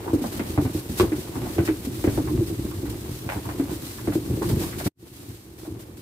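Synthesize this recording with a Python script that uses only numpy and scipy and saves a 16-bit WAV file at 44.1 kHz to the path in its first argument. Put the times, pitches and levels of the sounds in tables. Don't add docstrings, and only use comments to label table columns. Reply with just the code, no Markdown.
import sys
import numpy as np
from scipy import signal
from scipy.fft import rfft, irfft, next_fast_len
from scipy.io import wavfile

SR = 44100
rng = np.random.default_rng(int(sys.argv[2]) if len(sys.argv) > 2 else 0)


def transcribe(u):
    v = np.clip(np.atleast_2d(u).T, -1, 1)
    q = np.round(v * 32767).astype(np.int16)
    wavfile.write(sys.argv[1], SR, q)


N = 265217
TIME = np.arange(N) / SR
HIT_TIME = TIME[:SR // 3]
EARLY = SR // 30
SETTLED_S = 4.92


def from_db(db):
    return 10 ** (np.asarray(db) / 20)


def rms_one(x, size=None):
    return x / np.sqrt(np.mean(x[..., :size] ** 2) + 1e-20)


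def in_time(rows):
    s, *columns = np.transpose(rows)
    return [np.interp(TIME, s, column) for column in columns]


def until_settled(running_db, settled_db):
    return np.where(TIME < SETTLED_S, running_db, settled_db)


def at_hz(points, hz):
    known, value = np.transpose(points)
    return np.interp(np.log(hz + 1e-9), np.log(known), value)


def add(out, s, sound):
    start = max(round(s * SR), 0)
    out[:, start:start + sound.shape[-1]] += sound[:, :N - start]


def noise():
    return rng.standard_normal((2, N))


def grains(per_s, spread_db):
    sizes = from_db(spread_db * np.minimum(rng.exponential(1, N), 4))
    happens = rng.random(N) < per_s / SR
    return rms_one(noise() * sizes * happens)


def drift(per_s):
    r = np.exp(-80 * np.pi * per_s / SR)
    steps = rng.standard_normal(N // 40 + 2002)
    slow = signal.lfilter([1], [1, -2 * r, r * r], steps)[2000:]
    return np.interp(np.arange(N) / 40, np.arange(len(slow)), rms_one(slow))


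def resonance(x, hz, width_hz):
    r = np.exp(-np.pi * width_hz / SR)
    return signal.lfilter([1 - r, 0, r - 1], [1, -2 * r * np.cos(2 * np.pi * hz / SR), r * r], x)


def soften(x, hz):
    return signal.sosfilt(signal.butter(2, hz, fs=SR, output="sos"), x)


def band(x, low_hz, high_hz, order=2):
    return signal.sosfilt(signal.butter(order, [low_hz, high_hz], "band", fs=SR, output="sos"), x)


def coloured(colour, source):
    # (frequency [Hz], side minus mid [dB])
    width_curve = [(60, -37), (160, -14.5), (330, -13.5), (500, -5.5), (900, 0), (3000, 1), (15000, 0)]
    # (frequency [Hz], left minus right [dB])
    lean_curve = [(60, -0.5), (110, 1), (200, 0), (380, -1), (700, 0.5), (1290, -1.5), (2380, 0),
                  (4400, -1.5), (8120, -3), (15000, 6.5)]
    size = next_fast_len(N)
    hz = np.arange(size // 2 + 1) * SR / size
    mid, side = rfft(source, size) * from_db(at_hz(colour, hz)) * (hz > 15)
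    width = from_db(at_hz(width_curve, hz))
    signs = np.array([[1], [-1]])
    both = (mid + signs * width * side) / np.hypot(1, width)
    both = both * from_db(signs * at_hz(lean_curve, hz) / 2)
    return rms_one(irfft(both, size)[:, :N])


def blow(t60_s, scatter, side_share, lag_s=0.00017, wander=0.066, build_s=0.0012):
    # (typical delay [s], share of the direct click)
    echoes = [(.0094, 0.5), (0.0126, 0.49), (0.023, 0.33)]
    mid, side = rng.standard_normal((2, len(HIT_TIME)))
    tail = (1 - np.exp(-HIT_TIME / build_s)) * from_db(-60 * HIT_TIME / t60_s)
    out = scatter * tail * (mid + side_share * side * [[1], [-1]])
    for delay, share in [(0.00047, 1)] + echoes:
        arrival = delay * np.exp(wander * rng.standard_normal()) + lag_s * rng.permutation(2)
        out[[0, 1], np.round(arrival * SR).astype(int)] += share
    return out


def straw(stir_db=2.0, sweep_db=0.5, settled_db=-58.5, flutter_db=1.06, snap_share=0.29):
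    # (time [s], level before stir_db [dB])
    stirring_curve = [(0.0, -48.5), (0.29, -46.5), (2.2, -45), (3.08, -46), (4.33, -45), (4.71, -40.5),
                      (4.75, -43)]
    # (time [s], length before release [s], level before sweep_db [dB])
    sweeps = [(.132,.02,-42.5),(0.215,0.056,-40.5),(.315,.06,-40.5),(0.465,0.043,-40),(0.607,0.042,-41),(.73,0.052,-39.5),(0.886,0.12,-41.5),(0.971,0.042,-32.5),
              (1.153,0.068,-42),(1.342,.04,-44.5),(1.433,0.12,-44),(1.648,0.018,-34),(1.846,0.0078,-37),(1.94,0.12,-43),(2.094,0.084,-41.5),(2.46,.03,-43.5),
              (2.894,0.007,-36.5),(3.104,0.053,-46),(3.29,0.078,-45.5),(3.709,0.038,-41.5),(3.815,0.12,-41.5),(4.13,0.029,-40),(4.422,0.054,-38.5),
              (4.487,0.0071,-29.5),(4.592,0.051,-35.5),(4.781,.02,-35.5),(4.842,0.034,-34),(5.056,0.054,-57.5),(5.123,0.23,-53),(5.577,0.095,-52.5),(5.79,0.031,-51.5),(5.968,0.058,-54)]
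    # (frequency [Hz], relative level [dB])
    straw_colour = [(1100, -3), (1700, -2), (2200, -2), (3200, -1.5), (4100, 0), (5000, -2), (6840, -3),
                    (8910, 0), (10300, -3), (12700, -0.5), (15100, -4.5), (16000, -15)]
    attack_s, shortest_release_s, release_per_length = 0.0035, 0.014, 0.34
    stirring, = in_time(stirring_curve)
    power = from_db(until_settled(stirring + stir_db, settled_db)) ** 2 * np.ones((1, N))
    t = TIME[:SR]
    for s, length, level in sweeps:
        release_s = shortest_release_s + release_per_length * length
        swell = (1 - np.exp(-t / attack_s)) * np.exp(-np.maximum(t - length, 0) / release_s)
        add(power, s, (from_db(level + sweep_db) * swell[None]) ** 2)
    stalks = noise() + snap_share * grains(per_s=2500, spread_db=2.5)
    flutter = from_db(flutter_db * drift(45))
    return np.sqrt(power) * flutter * coloured(straw_colour, stalks)


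def flock(rumble_db=-0.2, scuff_db=2.5, shuffle_db=-1.26, lumpy_db=2.5, scuff_lumpy_db=2.0,
          step_share=0.63):
    # (time [s], rumble level [dB], scuffing level [dB])
    running = [(0.0, -32, -42.5), (0.86, -35.5, -49), (1.59, -31, -45), (1.98, -32, -50.5),
               (2.27, -24.5, -48), (2.5, -33, -52), (3.35, -36.5, -50), (3.47, -33, -46.5),
               (3.93, -37.5, -53), (4.44, -26, -46.5), (4.72, -33, -46), (4.75, -31.5, -51)]
    # (time [s], rumble level [dB], scuffing level [dB])
    shuffling = [(5.06, -46.5, -63.5), (5.934, -41.5, -56.5), (6.0, -42.5, -63)]
    # (frequency [Hz], relative level [dB])
    rumble_colour = [(25, -28), (52, -3.5), (70, -3), (118, 3), (148, -7.5), (194, -6.5), (257, -7),
                     (300, -1), (345, -1), (390, -8.5), (450, -19.5), (630, -31.5), (900, -47), (1500, -87)]
    # (frequency [Hz], relative level [dB])
    scuff_colour = [(260, -23.5), (450, -0.5), (630, -7.5), (790, -7.5), (1090, -10), (1400, -16),
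                    (3000, -21.5), (4000, -29.5), (6600, -79)]
    settled = np.array(in_time(shuffling)) + shuffle_db
    rumble_level, scuff_level = until_settled(in_time(running), settled)
    tread = drift(11.4)
    rumble = coloured(rumble_colour, noise() + step_share * grains(per_s=60, spread_db=2.5))
    scuffs = coloured(scuff_colour, noise() + step_share * grains(per_s=110, spread_db=0.5))
    rumble = rumble * from_db(rumble_level + rumble_db + lumpy_db * tread)
    scuffs = scuffs * from_db(scuff_level + scuff_db + scuff_lumpy_db * tread)
    return rumble + scuffs


def knocks(body_db=-4.0, edge_db=-2.5, body_width_hz=260, body_low_hz=480, body_high_hz=1250,
           edge_low_hz=1250, typical_scatter=0.059):
    # (time [s], body level [dB], sharp edge level [dB], body pitch [Hz])
    contacts = [(.058,-38,-59.5,710),(.078,-31.5,-52,920),(.135,-49,-62,590),(.24,-29.5,-50,670),(.394,-35,-35.5,705),(.576,-25.5,-40.5,715),(.652,-36,-44,724),
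                (.998,-22.5,-27,1040),(1.028,-33.5,-45,835),(1.12,-38,-40.5,630),(1.354,-35.5,-50,900),(1.449,-38,-51,740),(1.467,-38,-59,720),
                (1.582,-31.5,-35.5,616),(1.676,-34.5,-32.5,753),(2.04,-32.5,-38,604),(2.075,-33,-39,622),(2.175,-29.5,-52,667),(2.274,-36.5,-46,950),
                (2.711,-42.5,-58,1080),(2.855,-44.5,-48,743),(3.29,-30,-32,694),(3.321,-31.5,-37.5,776),(3.366,-35.5,-50,680),(3.454,-39,-53,940),(3.49,-35,-43,900),
                (3.597,-38,-44.5,676),(3.702,-41,-58,960),(3.984,-44.5,-46,1030),(4.073,-33.5,-42.5,630),(4.122,-36.5,-42,717),(4.42,-30,-44,955),(4.501,-38,-47,810),
                (4.602,-42,-50,636),(4.635,-38.5,-63,930),(4.725,-53,-42,1240),(4.8,-33,-40,600),(4.865,-33.5,-40,683),(5.65,-47,-62,640)]
    # (edge level before its trim [dB], top of the edge [Hz])
    edge_reach = [(-55, 1900), (-40.5, 2500), (-31.5, 2540), (-27.5, 3900)]
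    # (frequency [Hz], width [Hz], gain [dB])
    boards = [(1150, 18, -7), (1497, 50, -2), (1980, 28, -7)]
    typical_db, near_is_dry = -33.5, 0.29
    out = np.zeros((2, N))
    for s, body_level, edge_level, hz in contacts:
        wet = typical_scatter * from_db(-near_is_dry * (body_level - typical_db))
        hit = blow(t60_s=0.17, scatter=wet, side_share=0.93)
        ringing = sum(from_db(db) * resonance(hit, mode_hz, width_hz) for mode_hz, width_hz, db in boards)
        hit = hit + ringing
        body = band(resonance(hit, hz, body_width_hz), body_low_hz, body_high_hz)
        top_hz = np.interp(edge_level, *np.transpose(edge_reach))
        edge = band(hit, min(edge_low_hz, top_hz / np.sqrt(2)), top_hz)
        body = from_db(body_level + body_db) * rms_one(body, size=EARLY)
        edge = from_db(edge_level + edge_db) * rms_one(edge, size=EARLY)
        add(out, s, body - edge)
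    return out


def thuds(ring_db=0.23, thump_db=-3.0, ring_width_hz=30.7, ring_low_hz=150, ring_high_hz=500,
          thump_hz=100.6, thump_width_hz=112, thump_soft_hz=200):
    # (time [s], hollow ring level [dB], deep thump level [dB], ring pitch [Hz])
    footfalls = [(0.064,-31,-41,346),(0.132,-17,-24.5,303),(.216,-28,-36,268),(.242,-28.5,-33,221),(.321,-36.5,-41,350),(.397,-26.5,-51,260),(.497,-35.5,-29,335),
                 (.577,-18.5,-17,288),(.621,-30,-26,324),(.65,-24.5,-21,271),(.747,-25,-25,302),(.894,-30.5,-26,253),(.997,-15,-22,362.6),
                 (1.028,-21.5,-20,347),(1.118,-21.5,-47,303),(1.18,-32.5,-30.5,344),(1.355,-29.5,-46,269),(1.456,-32.5,-37,260),(1.563,-28.5,-38,336),(1.584,-18,-18,335),
                 (1.685,-18,-50,310),(1.87,-27,-46,246),(2.042,-20,-28,331),(2.072,-20,-18,299),(2.177,-20.5,-23,325),(2.207,-34,-32,290),
                 (2.311,-26,-52,313),(2.409,-22,-50,334),(2.499,-29.5,-54,338),(2.647,-32.5,-34,295),(2.829,-30,-34,303),(3.091,-40,-29,262),
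                 (3.359,-31.5,-28,320),(3.546,-34,-46,290),(3.596,-20.5,-47,287),(3.717,-34,-33,311),(4.076,-23,-28,299),(4.154,-20,-25.5,318),
                 (4.299,-28.5,-20.5,337),(4.373,-29,-33.5,328),(4.414,-27.5,-34,348),(4.498,-25.5,-25,317),(4.528,-32,-17,277),(4.566,-31.5,-24,340),(4.86,-23,-20.5,302),
                 (5.675,-36,-48.5,311)]
    out = np.zeros((2, N))
    for s, ring_level, thump_level, hz in footfalls:
        step = blow(t60_s=0.22, scatter=0.032, side_share=0.12)
        ring = band(resonance(step, hz, ring_width_hz), ring_low_hz, ring_high_hz)
        thump = soften(resonance(step, thump_hz, thump_width_hz), thump_soft_hz)
        ring = from_db(ring_level + ring_db) * rms_one(ring, size=EARLY)
        thump = from_db(thump_level + thump_db) * rms_one(thump, size=EARLY)
        add(out, s, ring + thump)
    return out


def scene():
    return straw() + flock() + knocks() + thuds()


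def record(dry, low_cut_hz=42, top_cut_hz=15600):
    # (time [s], gain [dB])
    dropout = [(4.878, 0), (4.884, -16.5), (4.905, -47.5), (4.94, -48.5), (4.99, -7), (5.01, 1.5),
               (5.06, 3.5)]
    gain_db, = in_time(dropout)
    low_cut = signal.butter(3, low_cut_hz, "high", fs=SR, output="sos")
    top_cut = signal.ellip(12, 0.1, 90, top_cut_hz, fs=SR, output="sos")
    heard = signal.sosfilt(low_cut, dry) * from_db(gain_db)
    return signal.sosfilt(top_cut, heard)


dry = scene()
out = record(dry)
transcribe(out)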